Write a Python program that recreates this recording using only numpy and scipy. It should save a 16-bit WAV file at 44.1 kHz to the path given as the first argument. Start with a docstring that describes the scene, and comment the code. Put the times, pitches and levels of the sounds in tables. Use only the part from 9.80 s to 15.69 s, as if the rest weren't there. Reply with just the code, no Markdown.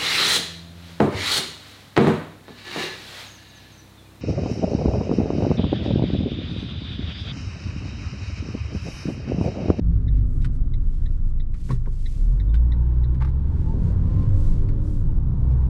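"""Small car turning on cobblestones

Inside a small car that slows, turns a corner and pulls away, heard from the driver's seat.
Random jolts from four tyres excite filters: the body booms, the floor and doors drum, the tyres ring.
Sine waves that follow the engine speed make its drone and the gear whine, up to a change of gear.
Decaying tones and bursts of noise make the indicator, stalk, loose trim and knocks on the wheel.
Filtered noise makes the sliding hands, the hiss of the intake and a car passing outside."""
import sys
import numpy as np
from scipy import signal
from scipy.fft import rfft, irfft, next_fast_len
from scipy.io import wavfile
from scipy.ndimage import uniform_filter1d

SR = 44100
rng = np.random.default_rng(int(sys.argv[2]) if len(sys.argv) > 2 else 0)


def wrap_up_sound(samples):
    """Save the sound to the file named by the first command line argument, as 16-bit audio."""
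    columns = np.atleast_2d(samples).T
    # keep every value between -1 and 1, then stretch to whole-number steps
    tamed = np.clip(columns, -1, 1)
    steps = np.round(tamed * 32767).astype(np.int16)
    wavfile.write(sys.argv[1], SR, steps)


N = 259749
T = np.arange(N) / SR  # time of every sample (s)
CRUISE_HZ = 60  # firing rate at which the engine levels are stated

# crack of plastic on plastic, also the slap of a palm: pitch_hz, level_db
TRIM_COLOUR = [(400, -43), (720, -5), (900, 2.5), (1100, 1.5), (1250, 4.5), (1500, -2), (1800, 0),
               (2200, -3), (2650, -7.5), (3200, -10.5), (3650, -8.5), (4200, -10.5), (5200, -13.5),
               (6500, -20), (8600, -19.5), (9800, -26.5), (15000, -45.5)]


def undb(db):
    """Turn decibels into a gain."""
    return 10 ** (np.asarray(db) / 20)


def unit(x):
    """Scale a sound to rms 1."""
    return x / np.sqrt(np.mean(x ** 2))


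def curves(table):
    """Join the values in each column of a table by straight lines in time."""
    s, *columns = np.transpose(table)
    return [np.interp(T, s, column) for column in columns]


def response(points, hz):
    """Read the gain in dB of a (pitch_hz, level_db) table at a moving pitch."""
    at_hz, db = np.transpose(points)
    return np.interp(np.log(hz), np.log(at_hz), db)


def swells(table, width_s):
    """Add up bell-shaped rises, one for each row of (middle_s, height)."""
    return sum(height * np.exp(-.5 * ((T - s) / width_s) ** 2) for s, height in table)


def walk(rate):
    """Wander slowly at random, with a spread of 1; rate is new random values per second."""
    k = int(SR / rate)
    steps = np.repeat(rng.standard_normal(N // k + 1), k)
    smooth = uniform_filter1d(uniform_filter1d(steps, k), k)
    return unit(smooth[:N])


def steady(x, seconds):
    """Take the slow swells out of a sound by dividing by its running level."""
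    return x / np.sqrt(uniform_filter1d(x ** 2, int(seconds * SR)) + 1e-12)


def resonate(x, hz, quality):
    """Pass a sound through one resonance, with gain 1 at its centre."""
    return signal.lfilter(*signal.iirpeak(hz, quality, fs=SR), x)


def colour(x, points, tilt_db=0):
    """Filter through (pitch_hz, level_db) points, tilted by tilt_db per octave, with no pre-echo."""
    size = next_fast_len(len(x) // 2 + 8192) * 2
    octave = np.log2(np.maximum(np.arange(size // 2 + 1) * SR / size, 1))
    hz, db = np.transpose(points)
    at = np.log2(hz)
    # beyond the end points the gain falls 24 dB per octave, for two octaves
    outside = np.clip(np.maximum(at[0] - octave, octave - at[-1]), 0, 2)
    tilt = tilt_db * (np.clip(octave, at[0], at[-1]) - at.mean())
    gain_db = np.interp(octave, at, db) - 24 * outside + tilt
    # folding the cepstrum forward in time gives a filter that reacts only after its input
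    cepstrum = irfft(np.log(undb(gain_db)))
    cepstrum[1:size // 2] *= 2
    cepstrum[size // 2 + 1:] = 0
    return irfft(rfft(x, size) * np.exp(rfft(cepstrum)))[:len(x)]


def ring(modes, scatter):
    """Half a second of dying tones from (pitch_hz, level_db, t60_s) rows, retuned a little each time."""
    t = T[:SR // 2]
    out = np.zeros(len(t))
    for k, (hz, db, t60) in enumerate(modes):
        tuned_hz = hz * (1 + scatter * rng.standard_normal())
        # neighbouring modes start in opposite directions
        out += (-1) ** k * undb(db - 60 * t / t60) * np.sin(2 * np.pi * tuned_hz * t)
    return out


def add(out, s, x):
    """Mix the sound x into out at time s."""
    i = int(s * SR)
    out[i:i + len(x)] += x[:N - i]


def by_speed(cruise_db, per_doubling_db):
    """Road noise level in dB: cruise_db at 4 m/s, and more for every doubling of the speed."""
    # speed of the car over the stones: time_s, speed_m_s
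    car_speed = [(0, 4.17), (1.1, 2.85), (1.5, 2.79), (2.25, 2.6), (2.5, 4.64), (2.9, 4.48), (3.3, 4.28),
                 (3.65, 4.42), (4.05, 6.8), (4.45, 6.5), (4.8, 4.97), (5.89, 4.56)]
    speed, = curves(car_speed)
    return cruise_db + per_doubling_db * np.log2(np.maximum(speed, .1) / 4)


def by_effort(hz, base_db, per_octave_db, throttle_db):
    """Engine noise level in dB, from base_db at CRUISE_HZ with closed throttle, by revs and throttle."""
    # the accelerator: time_s, throttle (0 to 1)
    pedal = [(0, 0.06), (2.25, 0), (2.7, 0.61), (3.0, 1), (3.45, 0.83), (4.05, 0.92), (4.45, 0.89),
             (5.0, 0.71), (5.45, 0.08), (5.72, 0.93), (5.89, 0.97)]
    throttle, = curves(pedal)
    return base_db + per_octave_db * np.log2(hz / CRUISE_HZ) + throttle_db * throttle


def stones(rate, scatter_db):
    """Four tyres drop into the joints between stones, unevenly and with unequal force."""
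    out = np.zeros(N)
    for _ in range(4):
        chance = rng.standard_normal((1000, 2))
        gaps = np.exp(.3 * chance[:, 0]) * SR / rate
        at = np.cumsum(gaps).astype(int)
        out[at[at < N]] += undb(scatter_db * chance[at < N, 1])
    return out - out.mean()


def road(boom_hz=23, cavity_hz=246, stone_rate=44, grit_db=-4, drum_share=0.24):
    """Jolts rock the body, rumble in the springs, drum the panels, ring the tyres and slap the tread."""
    # rumble through the suspension: pitch_hz, level_db
    chassis_colour = [(28, -28.5), (40, 6.5), (58, 5.5), (75, 0.5), (97, 4.5), (112, -0.5), (130, -1.5),
                      (148, -8), (200, -38)]
    # drumming of floor and door panels: pitch_hz, level_db
    panel_colour = [(130, -1.5), (166, 6), (195, -1.5), (220, -2.5), (245, 0.5), (270, -11.5), (305, -5),
                    (350, -10.5), (440, -16), (530, -24), (680, -35), (1200, -54)]
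    # tread noise heard through the glass: pitch_hz, level_db
    tread_colour = [(300, 2.5), (520, 3), (720, 1.5), (900, -8), (1150, 1), (1350, -2), (1900, -11),
                    (2700, -19), (3700, -19.5), (5000, -22.5), (8000, -30.5), (14000, -60)]
    # patter of single stones in the wheel arches: pitch_hz, level_db
    patter_colour = [(290, -5.5), (380, 5), (430, -4), (475, -2.5), (560, -11.5), (700, -21.5)]
    # smoother paving across the junction: middle_s, change_db
    smooth_paving = [(1.65, -1), (2.45, -3.5), (3.15, -3)]
    # rougher stretches of cobbles: middle_s, roughness_db (each noise takes its own share)
    rough_paving = [(3.98, 4.8), (4.37, 2.2), (5.72, 5.1)]
    # dips in the road that set the body rocking: peak_s, extra_level_db
    road_dips = [(.65, 6.5), (1.1, 7), (1.58, 8), (4.7, 11.5), (5.33, 8)]

    jolts = stones(rate=stone_rate, scatter_db=1.5)
    # the rubber keeps scrubbing for a moment (11 ms) after each jolt
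    scrub = unit(signal.lfilter([1], [1, -np.exp(-1 / (0.011 * SR))], jolts))
    shake = unit(jolts) + rng.standard_normal(N) * undb(2 * scrub + grit_db)

    boom = resonate(colour(jolts, [(19, 0), (27, 0.0052)]), boom_hz, quality=7.6)
    boom = steady(boom, seconds=0.16) * undb(-26.5 + swells(road_dips, width_s=0.17))

    cavity = resonate(resonate(shake, cavity_hz, quality=19), cavity_hz, quality=19)
    cavity = steady(cavity, seconds=0.12)
    rumble = steady(colour(shake, chassis_colour), seconds=0.043)
    drum = steady(colour(shake, panel_colour), seconds=0.46)
    patter = unit(colour(jolts, patter_colour))
    hiss = rng.standard_normal(N) * undb(1.1 * scrub + walk(9))
    tread = unit(colour(hiss, tread_colour))

    # sideways scrub in the corner feeds the rumble and the ring of the air in the tyres
    corner = swells([(0.51, 1)], width_s=0.55)
    rumble = rumble * undb(3.5 * corner)
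    cavity = cavity * undb(14 * corner)

    rough_db = swells(rough_paving, width_s=.09)
    drum = drum * undb(drum_share * rough_db)
    patter = patter * undb(2 * rough_db)

    paved = rumble * undb(by_speed(cruise_db=-26.5, per_doubling_db=8.4))
    paved += drum * undb(by_speed(cruise_db=-37.5, per_doubling_db=7.7))
    paved += cavity * undb(by_speed(cruise_db=-53, per_doubling_db=9.2))
    paved *= undb(swells(smooth_paving, width_s=0.4))

    patter = patter * undb(by_speed(cruise_db=-58.5, per_doubling_db=13))
    tread = tread * undb(by_speed(cruise_db=-59.5, per_doubling_db=6.6))
    return boom + paved + patter + tread


def crank():
    """Turn the engine: its firing rate in Hz, and a firing phase that is never quite even."""
    # slowing to idle, pulling away, shifting up: time_s, firing_rate_hz
    firing_rate = [(0, 57.17), (.4, 49.47), (.8, 40.17), (1.2, 35.6), (1.65, 26.45), (2.3, 25.5),
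                   (2.5, 40.76), (2.83, 59.07), (3.29, 61.34), (3.53, 67.14), (3.75, 72.46), (4.0, 83.67),
                   (4.3, 91.97), (4.55, 95.78), (4.95, 101.2), (5.1, 101.2), (5.45, 62.99), (5.89, 63.36)]
    hz, = curves(firing_rate)
    uneven_hz = hz * (1 + 0.0062 * walk(26))
    return hz, 2 * np.pi * np.cumsum(uneven_hz) / SR


def engine(hz, phase, rough_db=0.92, rasp_rough_db=4.5, half_order_db=-6, order_db=-2.0):
    """Firings drone in the cabin; multiples of their rate light up as they sweep its resonances."""
    # how the air of the cabin answers the drone: pitch_hz, level_db
    cabin_air = [(26, -1), (35, 2), (44, 2), (58, 0.5), (68, -1.5), (75, -2.5), (84, -14), (94, -2.5),
                 (103, -5.5), (114, -13), (123, -3), (133, -5.5), (145, -27), (168, -13.5), (180, -19.5),
                 (197, -26), (240, -38.5), (300, -37.5)]
    # how the higher multiples reach the cabin: pitch_hz, level_db
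    engine_mounts = [(100, -5.5), (145, -9.5), (168, -2.5), (200, -3), (222, -3.5), (248, -6.5), (300, -3),
                     (400, -9), (470, -17), (520, -14.5), (600, -16.5), (720, -26), (1200, -21)]
    # the engine lugs and judders: peak_s, extra_level_db (each part takes its own share)
    judder_peaks = [(.13, 10.5), (.38, 10), (2.48, 7.5), (2.74, 5.5)]
    judder_db = swells(judder_peaks, width_s=0.071)

    # order (multiple of the firing rate), level_db, share of the judder
    drone_parts = [
        (1, by_effort(hz, base_db=-30, per_octave_db=-2.5, throttle_db=12.4), 1),
        (2, by_effort(hz, base_db=-24.5, per_octave_db=7.1, throttle_db=0.47), 0.53),
        (3, by_effort(hz, base_db=-20, per_octave_db=15.2, throttle_db=-13.5), 0.8),
    ]
    drone = 0
    for order, effort_db, share in drone_parts:
        db = effort_db + share * judder_db + response(cabin_air, order * hz)
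        drone = drone + undb(db + rough_db * walk(32)) * np.sin(order * phase)

    rasp = 0
    for order in np.arange(2.5, 10, .5):
        db = response(engine_mounts, order * hz) + order_db * (order - 2)
        db = db + half_order_db * (order % 1 > 0)
        # the engine shakes on its mounts, which frays the higher orders more as the revs rise
        shake = .085 * (hz / CRUISE_HZ) ** 2 * walk(50)
        shaken = order * (phase + shake) + rng.uniform(0, 2 * np.pi)
        rasp = rasp + undb(db + rasp_rough_db * walk(14)) * np.sin(shaken)
    rasp_db = by_effort(hz, base_db=-45, per_octave_db=3.7, throttle_db=-0.0013)
    return np.sqrt(2) * (drone + rasp * undb(rasp_db + 0.25 * judder_db))


def gearbox(hz, phase, mesh_order=11.17, hum_order=5.52, whine_db=-3, hum_db=-1.5):
    """Teeth churn in the case; a whine and a lower hum climb with the engine and sing at resonances."""
    # ring of the gearbox case: pitch_hz, level_db
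    case_colour = [(350, -8), (450, 3.5), (540, -0.5), (640, -9.5), (740, -16), (830, -0.5), (880, 3.5),
                   (980, 2), (1100, -2.5), (1200, -17), (1450, -9)]
    # how strongly the case radiates a gear tone: pitch_hz, level_db
    case_singing = [(330, -2), (440, -4), (480, -0.5), (520, 1.5), (560, 1), (620, -14), (845, -12),
                    (885, 12.5), (935, -8), (1000, -9), (1040, 1), (1070, -3), (1105, -12)]
    level_db = by_effort(hz, base_db=-71.5, per_octave_db=0.93, throttle_db=18.95)
    throbbing = rng.standard_normal(N) * (1 + 0.22 * np.sin(phase))
    churn = unit(colour(throbbing, case_colour))
    tones = 0
    for order, db in [(mesh_order, whine_db), (hum_order, hum_db)]:
        waver = .65 * walk(34)  # drift of the phase (radians)
        tone_db = db + response(case_singing, order * hz) + 3.5 * walk(16)
        tones = tones + np.sin(order * phase + waver) * undb(tone_db)
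    return undb(level_db) * (churn + np.sqrt(2) * tones)


def intake(hz, phase, throb=0.24):
    """Air hisses into the engine, throbbing with the firings and growing with the throttle."""
    # hiss of the intake: pitch_hz, level_db
    intake_colour = [(1400, 1.5), (2000, -3.5), (2800, -1.5), (3700, -1.5), (5000, -13.5), (8000, -20.5)]
    air = rng.standard_normal(N) * (1 + throb * np.sin(phase))
    level_db = by_effort(hz, base_db=-78, per_octave_db=3, throttle_db=6.35)
    return unit(colour(air, intake_colour)) * undb(level_db)


def knocks(slap_db=-23, slap_s=0.025):
    """A hand lands on the wheel: the palm slaps and the column rings; a longer push is duller."""
    # knocks on the steering wheel: start_s, peak_level_db, push_length_s
    wheel_knocks = [(1.8872, -22, 0.0021), (1.902, -17, 0.0004), (1.917, -16, 0.003), (2.070, -25, 0.0012)]
    # modes of wheel and column: pitch_hz, level_db, t60_s (time to die away by 60 dB)
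    wheel_modes = [(119.3, 0, 0.69), (138.75, 6.5, 0.11), (172, -2.5, 0.19), (217, 4, 0.033),
                   (306, -9.5, 0.12), (396, -9, 0.16), (489, -7, 0.057), (532, -6, 0.034),
                   (946, -3.5, 0.05), (1067, 6, 0.015), (1116, -2.5, 0.07), (2280, -21, .035)]
    out, t = np.zeros(N), T[:SR // 2]
    for s, db, push_s in wheel_knocks:
        push = np.hanning(int(push_s * SR) + 3)
        slap = colour(rng.standard_normal(len(t)) * np.exp(-t / slap_s), TRIM_COLOUR)
        slap = slap / slap[:SR // 100].std()
        body = ring(wheel_modes, scatter=0.013)
        blow = body / np.abs(body).max() + undb(slap_db) * slap
        thud = np.convolve(blow, push)[:len(t)]
        add(out, s, thud / np.abs(thud).max() * undb(db))
    return out


def clicks(table, modes, rebound_db, tail_s, tail_db, snap_s=0.0007):
    """Plastic slips and cracks, springs back once, rings, and leaves a brief wash of reflections."""
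    out, t = np.zeros(N), T[:SR // 2]
    slip = np.minimum(t / .002, 1) ** 2
    snap = slip * (np.exp(-t / snap_s) + undb(tail_db) * np.exp(-t / tail_s))
    rebound = undb(rebound_db) * np.interp(t - 0.0042, t, snap)  # 4.2 ms later
    shape = np.hypot(snap, rebound)
    for s, db, tilt_db, low_hz, ring_db in table:
        crack = colour(rng.standard_normal(len(t)) * shape, TRIM_COLOUR, tilt_db)
        tilted = [(hz, gain_db + tilt_db * np.log2(hz / low_hz), t60) for hz, gain_db, t60 in modes]
        body = slip * ring(tilted, scatter=.008)
        low_cut = signal.butter(4, low_hz, "high", fs=SR, output="sos")
        click = signal.sosfilt(low_cut, unit(crack) + undb(ring_db) * unit(body))
        add(out, s, click / np.abs(click).max() * undb(db))
    return out


def loose_trim():
    """Loose trim clacks: plastic strikes plastic and a loose panel rings."""
    # clacks: start_s, peak_level_db, brightness_db_per_octave, low_cut_hz, panel_ring_db
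    clacks = [(1.7405, -45, -1, 1200, -9), (1.890, -37, -15, 1700, 2), (1.907, -36.5, 1.5, 1900, -8),
              (2.057, -43, -6.5, 1301, -3), (3.3435, -44, 1, 896.4, 1.5), (3.405, -37.5, -1.5, 495, -0.5),
              (3.412, -31.5, -6.5, 500, -4.5), (3.418, -33.5, -2.5, 1390, 0.5), (3.422, -26, -6, 452, 7.5),
              (3.446, -32, -1.5, 670.2, 2.5), (3.473, -38.5, -2.5, 754, 0.5), (3.486, -42, 3, 895, 4),
              (4.886, -42.5, -0.5, 1210, -7)]
    # modes of the loose panel: pitch_hz, level_db, t60_s
    loose_panel_modes = [(543, -14.5, 0.1), (878, 1, 0.04), (1150, 1, 0.019), (1215, -7, 0.016),
                         (1590, -7.5, 0.05), (2110, -7, 0.031), (3550, -15, 0.021), (4130, -26, 0.014)]
    return clicks(clacks, loose_panel_modes, rebound_db=-8, tail_s=.013, tail_db=-14)


def stalk():
    """The indicator stalk catches on its cam: a crack of plastic and the ring of the stalk."""
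    # catches: start_s, peak_level_db, brightness_db_per_octave, low_cut_hz, stalk_ring_db
    catches = [(0.6445, -33, 0, 1110, -2), (0.650, -36.5, 0.5, 1230, 2), (2.7405, -33.5, -0.5, 796.4, 3),
               (2.751, -42, -2.5, 2220, 0)]
    # modes of the stalk: pitch_hz, level_db, t60_s
    stalk_modes = [(1240, -2.5, .03), (1490, 11.5, 0.035), (1597, 6, 0.038), (2016, 0.5, 0.026),
                   (2300, 0.5, 0.03), (2740, -1, 0.028), (3060, -1, 0.059), (3560, 2, 0.03),
                   (4760, -11.5, 0.032), (8300, -6, 0.022), (8900, -11.5, 0.025)]
    return clicks(catches, stalk_modes, rebound_db=-7, tail_s=.01, tail_db=-13)


def spring():
    """The plucked return spring of the stalk sings briefly on one dying tone."""
    # plucks: start_s, level_db
    plucks = [(2.693, -57), (2.753, -57)]
    # mode of the spring: pitch_hz, level_db, t60_s
    spring_mode = [(3600, 0, 0.12)]
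    out = np.zeros(N)
    for s, db in plucks:
        add(out, s, ring(spring_mode, scatter=0.003) * undb(db))
    return out


def indicator(lift_db=0.5):
    """A ticker behind the dials clicks softly: each tick swells in quickly, rings and fades."""
    # ticks, about three a second: time_s, level_db (before the lift they all share)
    tick_times = [(0.283, -57.5), (.618, -71), (0.94, -58), (1.262, -59), (1.602, -59), (1.921, -60),
                  (2.261, -52.5), (2.601, -56.5), (2.923, -54), (3.242, -61)]
    # modes of the ticker: pitch_hz, level_db, t60_s
    ticker_modes = [(1860, -8, 0.011), (1965, 3.5, 0.007), (3665, -1.5, 0.008), (3856, 1, 0.0063),
                    (3765, 1, 0.0044), (5400, -13, 0.005)]
    onset_s, lead_s, hold_s, fade_s, rise_s = .01, .002, .002, .008, .005
    out, t = np.zeros(N), T[:SR // 16]
    # a spray of noise swells in up to the onset, holds briefly and fades like reflections
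    swell_in = (t - onset_s) / lead_s
    fade = (onset_s + hold_s - t) / fade_s
    spray = np.exp(np.minimum(0, np.minimum(swell_in, fade)))
    rise = np.sin(np.pi / 2 * np.minimum(t / rise_s, 1)) ** 2
    for s, db in tick_times:
        paths = rng.standard_normal(len(t)) * spray
        tick = 0
        for hz, gain_db, t60 in ticker_modes:
            mode = ring([(hz, 0, t60)], scatter=.012)[:len(t)] * rise
            sprayed = signal.fftconvolve(mode, paths)[:len(t)]
            tick = tick + undb(gain_db) * unit(sprayed)
        # start early, so that the tick has swelled in by about the listed time
        add(out, s - onset_s - rise_s / 2, unit(tick) * undb(db + lift_db))
    return out


def hands(grain_db=1.2, grip_db=1):
    """Skin slides over the rim: each stroke is a swell of tiny slips."""
    # strokes of hand and sleeve: peak_s, level_db, width_s, brightness_db_per_octave
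    strokes = [(.378, -63, 0.032, -9.5), (0.559, -70, 0.071, 6), (.627, -59, 0.015, -5),
               (0.752, -68.5, 0.021, 1.5), (1.221, -67, 0.12, -2.5), (1.484, -68.5, 0.022, 1),
               (1.829, -62, 0.06, -0.5), (1.919, -57, 0.034, 0.5), (2.319, -60, 0.16, 0),
               (3.851, -66, 0.12, -4), (4.071, -65, 0.045, -3), (4.4, -63, 0.12, -6.5),
               (4.633, -62.5, 0.07, 2), (4.72, -63, 0.09, -2.5), (5.119, -63, 0.071, 2.5),
               (5.72, -63, 0.017, -8.5)]
    # colour of skin on the rim: pitch_hz, level_db
    skin_colour = [(600, -19.5), (1200, -12), (2000, 3), (2900, 2.5), (4200, 3.5), (5500, 3), (8500, 1.5),
                   (10000, -3.5), (12500, -9), (15000, -25)]
    slips = rng.standard_normal(N) * undb(grain_db * walk(300) + grip_db * walk(45))
    out = np.zeros(N)
    for s, db, width_s, tilt_db in strokes:
        span = np.abs(T - s) < 3 * width_s
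        swell = np.exp(-.5 * ((T[span] - s) / width_s) ** 2)
        out[span] += unit(colour(slips[span], skin_colour, tilt_db)) * swell * undb(db)
    return out


def oncoming():
    """The tyres of another car roll by outside: filtered noise that swells and fades."""
    # colour of its tyres: pitch_hz, level_db
    passing_colour = [(600, -3.5), (780, 1.5), (950, 3), (1150, -2), (1500, -17)]
    tyres = unit(colour(rng.standard_normal(N), passing_colour))
    return tyres * undb(-55.5) * swells([(5.64, 1)], width_s=0.35)


def scene():
    """Mix everything as heard from the driver's seat."""
    hz, phase = crank()
    car = road() + engine(hz, phase) + gearbox(hz, phase) + intake(hz, phase)
    handling = knocks() + stalk() + spring() + indicator() + hands()
    return (car + handling + loose_trim() + oncoming())[None]


def record(dry):
    """Cut the top above 15 kHz, with 6 ms fades so the sound starts and stops without a click."""
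    fade = np.minimum(np.minimum(T, T[-1] - T) / .006, 1)
    faded = dry * np.sin(np.pi / 2 * fade) ** 2
    top_cut = signal.ellip(8, .2, 70, 15000, fs=SR, output="sos")
    return signal.sosfilt(top_cut, faded)


dry = scene()
out = record(dry)
wrap_up_sound(out)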